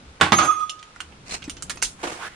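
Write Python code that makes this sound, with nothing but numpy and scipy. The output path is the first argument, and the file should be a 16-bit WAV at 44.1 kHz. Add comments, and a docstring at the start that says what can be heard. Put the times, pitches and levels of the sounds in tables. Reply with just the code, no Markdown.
"""Over faint air and low rumble, a ratchet wrench drops into a steel socket case in a plastic greenhouse.
The case crashes and settles: noise bursts for the rattling sockets, damped sines for the booming panels.
The wrench handle and one socket ring on as wavering sines. Then gloved hands clink the sockets (damped sines
and short noise), slide them (grainy noise) and nudge the case. Last, a shoe scuffs the dirt and a sleeve
swishes: shaped noise, with a rising buzz in the cloth. The microphone is close, a little left of the case."""
import sys
import numpy as np
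from scipy import signal
from scipy.fft import rfft, irfft, next_fast_len
from scipy.io import wavfile
from scipy.ndimage import map_coordinates

SR = 44100
rng = np.random.default_rng(int(sys.argv[2]) if len(sys.argv) > 2 else 0)


def generate_wav(signal):
    """Clip the signal to [-1, 1] and save it as 16-bit WAV at the path in sys.argv[1]."""
    frames = np.transpose(np.atleast_2d(signal))
    scaled = np.clip(frames, -1, 1) * 32767
    pcm = np.round(scaled).astype(np.int16)
    wavfile.write(sys.argv[1], SR, pcm)


N = 103635  # length in samples
T = np.arange(N) / SR  # time through the scene, in seconds
HIT_T = np.arange(SR // 2) / SR  # time through one half-second blow, in seconds
WRENCH_LANDS_S = 0.321


def amp(db):
    """Turn decibels into a gain."""
    return 10 ** (np.asarray(db) / 20)


def unit(x):
    """Scale to an average strength (rms) of 1."""
    return x / np.sqrt(np.mean(x ** 2) + 1e-20)


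def fade(t, t60):
    """Die away exponentially, by 60 dB in t60 seconds."""
    return np.exp(-np.log(1000) * t / np.maximum(t60, 1e-3))


def along(points, hz):
    """Read a curve of (Hz, value) points, with pitch on a log scale."""
    point_hz, value = np.transpose(points)
    return np.interp(np.log(hz + 1), np.log(point_hz + 1), value)


def wobble(rate):
    """A smooth random curve through `rate` random points a second."""
    points = rng.standard_normal(int(N * rate / SR) + 4)
    return map_coordinates(points, [T * rate])


def filtered(x, response):
    """Multiply the spectrum of x by a response that depends on frequency."""
    n = x.shape[-1]
    padded = next_fast_len(n + SR // 4)
    hz = np.fft.rfftfreq(padded, 1 / SR)
    return irfft(rfft(x, padded) * response(hz), padded)[..., :n]


def causal(x, points):
    """Colour a sound by (Hz, dB) points without smearing it ahead of its start."""
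    def response(hz):
        # Folding the cepstrum forward gives the minimum-phase filter.
        cepstrum = irfft(np.log(amp(along(points, hz))))
        half = len(cepstrum) // 2
        cepstrum[1:half] *= 2
        cepstrum[half + 1:] = 0
        return np.exp(rfft(cepstrum))
    return filtered(x, response)


def add(out, start_s, x):
    """Mix x into out from start_s, cutting it off at the end of the scene."""
    part = out[:, round(start_s * SR):][:, :x.shape[-1]]
    part += x[..., :part.shape[1]]


# How alike scattered sound is at the two ears.
# Each row: frequency in Hz, likeness (1 is the same, 0 unrelated, below 0 opposed).
EAR_LIKENESS = [(200, 0.92), (450, .85), (1200, -0.15), (3000, 0.22), (8000, -0.5)]


def scattered(pair):
    """Mix two unrelated noises into a stereo field whose ears agree most in the bass."""
    def mid_and_side_gain(hz):
        angle = np.arccos(np.clip(along(EAR_LIKENESS, hz), -1, 1)) / 2
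        return np.array([np.cos(angle), np.sin(angle)])
    mid, side = filtered(pair, mid_and_side_gain)
    return np.array([mid + side, mid - side])


def grains(shape, spread_db):
    """Tiny contacts of uneven size: noise whose strength jumps every half millisecond."""
    size = SR // 2000
    strength = amp(spread_db * rng.standard_normal(shape[-1] // size + 1))
    uneven = np.repeat(strength, size)[:shape[-1]]
    return unit(rng.standard_normal(shape) * uneven)


def rub(colour, spread_db):
    """Friction: grainy stereo noise, coloured, with an rms of 1."""
    noise = scattered(grains((2, N), spread_db))
    return unit(filtered(noise, lambda hz: amp(along(colour, hz))))


def strokes(rows):
    """Add up loudness shapes that each rise, hold and die away."""
    total = 0
    for start, attack, hold, release, db in rows:
        rise = np.clip((T - start) / max(attack, 1e-3), 0, 1)
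        total = total + amp(db) * rise * fade(np.maximum(T - start - attack - hold, 0), release)
    return total


# How long the room's tail lasts.
# Each row: frequency in Hz, time to fall 60 dB in seconds.
ROOM_T60 = [(200, .3), (1500, 0.23), (5000, 0.23), (10000, 0.32)]


def greenhouse(x, pan_db):
    """Direct sound, quick echoes from lid and ground, and a short tail."""
    early_t60, early_db, tail_db = 0.06, -1.5, -8.5  # s, dB, dB
    n = len(HIT_T)
    early = scattered(rng.standard_normal((2, n)))
    early = early * fade(HIT_T, early_t60) * np.clip(HIT_T / 0.0031, 0, 1)
    # Each frequency band of the tail dies at its own pace.
    hz, t, bands = signal.stft(scattered(rng.standard_normal((2, n))), SR, nperseg=256)
    dying = bands * fade(t, along(ROOM_T60, hz)[:, None])
    tail = signal.istft(dying, SR, nperseg=256)[1][:, :n] * np.clip(HIT_T / 0.0088, 0, 1)
    answer = (amp(early_db) * unit(early) + amp(tail_db) * unit(tail)) / np.sqrt(n)
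    answer[:, 0] += amp([pan_db / 2, -pan_db / 2])  # the direct sound
    return signal.fftconvolve(x[None], answer, axes=1)[:, :n]


def contact(t60, crack_t60, crack_db, spread_db):
    """A sharp first contact plus the dying chatter of small ones, both made of noise."""
    crack = unit(rng.standard_normal(len(HIT_T)) * fade(HIT_T, crack_t60))
    chatter = unit(grains(HIT_T.shape, spread_db) * fade(HIT_T, t60))
    return unit(amp(crack_db) * crack + chatter)


def ringing(modes, pitch=1, scatter=0):
    """Struck steel: a sum of dying sines, with levels and phases a little different each time."""
    total = 0
    for hz, db, t60 in modes:
        level = amp(db + rng.normal(0, 1.6)) * fade(HIT_T, t60)
        mode_hz = hz * pitch * (1 + scatter * rng.standard_normal())
        total = total + level * np.sin(2 * np.pi * (mode_hz * HIT_T + rng.random()))
    return unit(total)


# The five frequencies, in Hz, at which crashes and clinks list their colour.
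BAND_HZ = (400, 1450, 3200, 6400, 9200)
# Blows on the case. Each row: start in seconds, rattle's 60 dB fade in seconds, relative level of the
# thump in dB, then five relative levels in dB, one at each of BAND_HZ.
CRASHES = [(.2015, 0.13, -50, -31, -30, -40, -50, -54.5), (.2112, 0.25, -20, -10, -4, -11.5, -22, -26),
           (.321, 0.18, -20, -10, -7.5, -13.5, -20, -34), (.3835, 0.17, -25, -17, -8.5, -19.5, -21, -32.5),
           (.4048, 0.18, -34, -16.5, -13.5, -22.5, -41.5, -51.5),
           (.424, 0.19, -32.5, -19, -11.5, -38.5, -31.5, -40),
           (.4443, 0.15, -39, -26, -19.5, -29.5, -32, -32.5),
           (.505, 0.32, -53, -44, -28.5, -36, -51, -43.5), (.5889, .3, -57, -42, -43, -46, -46, -46)]
# How the case's panels boom.
# Each row: frequency in Hz before scatter, relative level in dB, 60 dB fade in seconds.
CASE_PANELS = [(73, -7.5, .3), (93.5, -1.5, 0.44), (140, -2.5, 0.29), (173.5, 1, 0.27), (254, -5, 0.34),
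               (319, 0.5, 0.4), (374.5, -3.5, 0.42), (613, -2, .3), (785, 2, 0.33), (1012, 0, 0.28),
               (1108, -1, 0.55)]
# How the case colours the rattle. Each row: frequency in Hz, gain in dB.
CASE_COLOUR = [(250, -0.5), (500, -2.5), (800, 0), (1250, 0), (1800, -3.5), (2500, -1), (3600, 0.5),
               (5000, -1.5), (7500, -1)]


def case(level_db=-11, thump_db=-14, crack_db=-3, settling_crack_db=-14, settling_rise_s=0.004):
    """Each blow rattles all the sockets and booms the panels; the settling bounces start more softly."""
    out = np.zeros((2, N))
    for start, t60, low_db, *bands in CRASHES:
        settling = start > WRENCH_LANDS_S + 0.03
        this_crack_db = settling_crack_db if settling else crack_db
        rise_s = settling_rise_s if settling else 1 / SR
        rattle = contact(t60, crack_t60=0.02, crack_db=this_crack_db, spread_db=4.5)
        rattle = rattle * np.clip(HIT_T / rise_s, 0, 1)
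        bass = [(40, bands[0] - 18), (130, bands[0])]
        colour = bass + list(zip(BAND_HZ, bands)) + [(12000, bands[-1] - 5)]
        in_room = causal(greenhouse(rattle, pan_db=-3), colour)
        add(out, start, amp(level_db) * causal(in_room, CASE_COLOUR))
        boom = ringing(CASE_PANELS, scatter=0.0254) * np.clip(HIT_T / 0.0078, 0, 1)
        add(out, start, amp(low_db + thump_db) * boom)
    return out


def free_ring(curve, modes, pan_db, rock_rate, rock_phase, ear_phase):
    """Steel that rings on while it rocks, so that level and phase waver at each ear."""
    waver_db = 1.7
    curve_s, curve_db = np.transpose(curve)
    age = np.maximum(T - curve_s[0], 0)
    # Past the last point of the curve the level falls by 120 dB a second.
    level_db = np.interp(T, curve_s, curve_db) - 120 * np.maximum(T - curve_s[-1], 0)
    start = np.clip((T - WRENCH_LANDS_S) / 0.003, 0, 1)
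    out = np.zeros((2, N))
    for hz, mode_db, fade_db in modes:
        level = amp(level_db + mode_db - fade_db * age) * start
        rocking = rock_phase * wobble(rock_rate) * fade(age, 1.9)
        shared = np.tanh(wobble(rock_rate))
        for ear, side in enumerate((1, -1)):  # left, right
            ear_shift = ear_phase * (side + wobble(rock_rate / 2) / 2)
            phase = 2 * np.pi * hz * T + rocking + ear_shift
            ear_waver_db = waver_db * (2 * shared + np.tanh(wobble(rock_rate)))
            out[ear] += level * amp(side * pan_db / 2 + ear_waver_db) * np.sin(phase)
    return out


# The handle's ring as the wrench bounces and settles. Each row: time in seconds, base level in dB.
HANDLE_LEVEL = [(0.31, -28), (0.326, -22), (0.342, -21), (0.364, -41), (0.394, -14), (0.464, -32),
                (0.49, -18.5), (0.508, -18.5), (0.552, -29.5), (0.636, -27), (0.664, -36), (0.948, -63),
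                (0.96, -75)]
# The handle's tones. Each row: frequency in Hz, relative level in dB, extra fade in dB per second.
HANDLE_TONES = [(1245.7, 2.5, 1), (2505, -19.5, 17.5), (3400, -22.5, -2.5), (5880, -22, 11),
                (7630, -34, 21.5)]


def handle_ring():
    """The wrench handle rings like a bar, following the level of its bounces."""
    return free_ring(HANDLE_LEVEL, HANDLE_TONES, pan_db=-4.0, rock_rate=85, rock_phase=1.9, ear_phase=0.58)


# The ring of one freely ringing socket. Each row: time in seconds, base level in dB.
BELL_LEVEL = [(0.315, -49), (0.331, -23.5), (0.387, -25), (0.415, -36), (0.437, -29), (0.659, -60),
              (0.701, -57), (0.753, -71), (0.8, -72)]
# That socket's tones. Each row: frequency in Hz, relative level in dB, extra fade in dB per second.
BELL_TONES = [(6440, 3, 0), (10256, -8, -8), (13745, -5, 0), (14710, -8, 25)]


def bell_ring():
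    """One socket rings freely, like a small high bell."""
    return free_ring(BELL_LEVEL, BELL_TONES, pan_db=-1, rock_rate=58.3, rock_phase=1.0, ear_phase=0.84)


# Sockets clinking. Each row: start in seconds, chatter's 60 dB fade in seconds, pitch ratio, level of the
# ring against the contact in dB, then five relative levels in dB, one at each of BAND_HZ.
CLINKS = [(0.6953, 0.026, 1, 4, -38, -44.5, -20, -31, -38),
          (0.7918, .03, 1.1, -11, -65, -67, -44.5, -46, -64),
          (0.8281, 0.024, 1, -9, -69, -42.5, -41, -43, -54),
          (0.96, 0.02, 0.85, -7, -73, -31.5, -53, -54, -59),
          (1.0038, 0.039, 1.0, 0.5, -43, -23.5, -28.5, -36, -38),
          (1.124, .04, 1.2, -10, -41, -48, -44, -73, -74),
          (1.4221, 0.099, 1, -8, -50, -38, -33.5, -47, -56),
          (1.4406, 0.056, 0.87, 4, -44, -41, -33, -42, -49),
          (1.4967, 0.07, 0.98, 0, -43, -35.5, -28.5, -33.5, -32),
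          (1.5684, .03, 1, 0.5, -51, -39.5, -35.5, -42.5, -60),
          (1.6235, 0.024, 1.04, -0.5, -52, -31.5, -34.5, -30.5, -31.5),
          (1.697, 0.087, .98, -7.5, -40, -19.5, -26, -24.5, -27.5),
          (1.7583, 0.025, 0.66, -6, -43, -48, -48, -60, -42),
          (1.773, 0.011, 0.88, -1.5, -36, -32.5, -38.5, -42.5, -55.5),
          (1.8195, .04, .92, 12, -53, -28, -33, -28, -53),
          (1.825, 0.056, 0.97, -5.5, -28.5, -19.5, -21.5, -19, -18),
          (1.8334, 0.13, 1.03, -9, -41, -35.5, -22, -18, -23.5)]
# A socket's tones. Each row: frequency in Hz before the pitch ratio, relative level in dB,
# 60 dB fade in seconds before the tray's extra damping.
SOCKET_TONES = [(1473, -6.5, 0.035), (2855, 3, 0.051), (3020, 1.5, 0.11), (3527, -4, .09), (4300, -3, 0.11),
                (5200, -5, 0.13), (6010, 1, 0.2), (6480, 3.5, 0.084), (7150, 8, 0.14), (7220, -3.5, 0.21),
                (8500, -14, 0.23), (8990, 4, 0.26), (9240, -1, 0.11), (11540, 4, .15), (14400, 8, 0.097)]


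def clinks(level_db=-15, neighbour_db=-3):
    """A socket taps a neighbour of slightly different size; the tray damps both."""
    tray_t60 = 0.17  # s
    out = np.zeros((2, N))
    for start, t60, pitch, ring_db, *bands in CLINKS:
        neighbour = ringing(SOCKET_TONES, pitch, scatter=0.04)
        pair = ringing(SOCKET_TONES, pitch) + amp(neighbour_db) * neighbour
        damped = unit(pair * fade(HIT_T, tray_t60))
        tap = contact(t60, crack_t60=0.0022, crack_db=-3, spread_db=5.5) + amp(ring_db) * damped
        colour = [(100, bands[0] - 6)] + list(zip(BAND_HZ, bands)) + [(12000, bands[-1] - 4)]
        add(out, start, amp(level_db) * causal(greenhouse(unit(tap), pan_db=-5.5), colour))
    return out


# Steel sliding in the tray; a row that starts after the end of the scene stays silent.
# Each row: start, attack, hold and 60 dB release in seconds, then level in dB.
SLIDES = [(1.247, 0.066, 0.026, 0.22, -35.5), (1.307, 0.0022, 0.04, .1, -33.5),
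          (2.1, 0.029, 0.043, 0.14, -44.5), (2.9, .015, .015, .05, -30)]
# The colour of the sliding noise. Each row: frequency in Hz, relative level in dB.
SLIDE_COLOUR = [(100, -8.5), (300, -7), (600, -6), (1500, -9), (2600, -2), (3300, -13), (4200, -6.5),
                (8500, -8), (10000, -18), (15000, -13.5)]
# The nudge of the case. One row: start in seconds, frequency in Hz, level in dB, 60 dB fade in seconds.
BUMP = (1.477, 285, -26, .045)


def handling():
    """Sockets catch, slip and sing in the tray, and the case takes a soft nudge."""
    catch_db, sing_hz, sing_db = 3, 4096, -3.5
    sing_colour = [(sing_hz * 1.004, -50), (sing_hz, 0), (sing_hz * 1.05, -50)]
    sing = rub(sing_colour, spread_db=4.5)
    sliding = unit(amp(catch_db * wobble(240)) * rub(SLIDE_COLOUR, spread_db=2.5))
    out = strokes(SLIDES) * sliding
    out += strokes(SLIDES[1:2]) * amp(sing_db) * sing  # only the second slide sings
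    start, hz, db, t60 = BUMP
    knock = causal(rng.standard_normal(len(HIT_T)), [(500, 5.5), (1800, 6), (4000, -12)])
    thud = np.sin(2 * np.pi * hz * HIT_T) + 0.28 * knock
    shape = fade(np.maximum(HIT_T - 0.006, 0), t60) * np.clip(HIT_T / 0.0029, 0, 1)
    add(out, start, amp(db) * thud * shape)
    return out


# The shoe landing, then the grit it grinds.
# Each row: start, attack, hold and 60 dB release in seconds, then level in dB.
STEP = [(2.028, 0.0059, 0.005, 0.36, -25.5)]
GRIT = [(1.97, 0.039, .1, 1, -43), (2.028, .004, 0.092, 0.24, -37.5)]
# The colours of the scuff and the grit. Each row: frequency in Hz, relative level in dB.
STEP_COLOUR = [(60, -19), (200, -11), (350, 0.5), (850, -4), (1500, -11), (3000, -14), (10000, -24)]
GRIT_COLOUR = [(200, -4.5), (1000, 1.5), (2600, -3), (4500, -12.5), (7000, -7.5), (10000, -11.5)]


def footstep():
    """A dull scuff on dirt with grit under the sole: two friction noises of uneven strength."""
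    scuff = unit(amp(3 * wobble(130)) * rub(STEP_COLOUR, spread_db=2.5))
    grit = unit(amp(1.5 * wobble(160)) * rub(GRIT_COLOUR, spread_db=2.5))
    return strokes(STEP) * scuff + strokes(GRIT) * grit


# The sleeve's brushes. Each row: start, attack, hold and 60 dB release in seconds, then level in dB.
SWISH = [(2.17, .06, 0.049, 0.048, -32.5), (2.28, .02, .06, .1, -48)]
# The rising pitch of the weave. Each row: time in seconds, centre frequency in Hz.
SWISH_GLIDE = [(2.2, 1050), (2.245, 1400), (2.285, 1787)]
# The colour of the cloth noise. Each row: frequency in Hz, relative level in dB.
SWISH_COLOUR = [(150, -21.5), (700, -9.5), (1400, -9), (2700, -10), (4500, -18.5), (10000, -21.5),
                (15000, -17)]


def sleeve(wobble_rate=900, zip_db=-3):
    """Cloth brushes cloth; the weave zips higher as the arm speeds up."""
    centre_hz = np.interp(T, *np.transpose(SWISH_GLIDE))
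    phase = 2 * np.pi * np.cumsum(centre_hz) / SR
    # Fast random wobbling spreads the gliding tone into a narrow band of noise.
    weave = unit(wobble(wobble_rate) * np.sin(phase) + wobble(wobble_rate) * np.cos(phase))
    return strokes(SWISH) * unit(rub(SWISH_COLOUR, spread_db=1.0) + amp(zip_db) * weave)


# The colours of the air and the rumble. Each row: frequency in Hz, relative level in dB.
AIR_COLOUR = [(15, -32.5), (25, -8.5), (85, -17.5), (1160, -12), (1280, -9), (1820, -16.5), (2400, -15),
              (2650, -16), (4060, -19), (10000, -27), (13000, -68), (22000, -120)]
RUMBLE_COLOUR = [(20, -6), (40, -1), (75, 0.5), (160, -2), (300, -6.5), (600, -16), (2000, -41)]
# How strong the handling rumble is. Each row: time in seconds, level in dB before rumble_db is added.
RUMBLE_LEVEL = [(0.0, -51.5), (0.17, -53.5), (0.29, -57), (0.75, -59.5), (0.96, -58), (1.23, -50.5),
                (1.69, -46), (1.82, -51), (2.35, -55.5)]


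def background(air_db=-51, rumble_db=1):
    """Faint air and rustle, and the rumble of the moving microphone, as slowly wavering noise."""
    air = amp(air_db + 0.4 * wobble(10.98)) * rub(AIR_COLOUR, spread_db=1.5)
    level_db = rumble_db + np.interp(T, *np.transpose(RUMBLE_LEVEL)) + 1.0 * wobble(17.9)
    return air + amp(level_db) * rub(RUMBLE_COLOUR, spread_db=-0.5)


# Soft jolts of the microphone.
# Each row: start in seconds, length in seconds, frequency in Hz, level in dB.
JOLTS = [(0.036, .1, 70.6, -42.5), (1.003, .14, 77.5, -49), (1.487, 0.095, 72.9, -41.5),
         (1.81, .11, 35, -42)]


def jolts():
    """Brief low swells as the body moves: deep sines of unsteady phase."""
    total = 0
    for start, length, hz, db in JOLTS:
        swell = np.sin(np.pi * np.clip((T - start) / length, 0, 1)) ** 2
        total = total + amp(db) * swell * np.sin(2 * np.pi * hz * T + 0.69 * wobble(40.2))
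    return total


# The left-right balance of everything near. Each row: frequency in Hz, left minus right in dB.
BALANCE = [(200, 0.5), (400, 0.3), (750, -5.5), (1290, -7), (2400, -2.5), (4400, -1), (9000, 0), (15000, 3)]


def scene():
    """Near sounds lean right in the middle frequencies; background and jolts skip that balance."""
    near = case() + handle_ring() + bell_ring() + clinks() + handling() + footstep() + sleeve()
    balanced = filtered(near, lambda hz: amp(np.outer([0.5, -0.5], along(BALANCE, hz))))
    return balanced + background() + jolts()


# The microphone's colour. Each row: frequency in Hz, gain in dB.
MIC_COLOUR = [(9900, 0), (10400, -5), (11200, -16), (13000, -19), (14800, -19), (15700, -33)]


def record(dry):
    """The microphone dulls the treble, peaks round off at full scale, and the very top is cut."""
    top_hz = 15750
    x = causal(dry, MIC_COLOUR)
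    x = x / (1 + np.abs(x) ** 6) ** (1 / 6)
    return filtered(x, lambda hz: hz < top_hz)


dry = scene()
out = record(dry)
generate_wav(out)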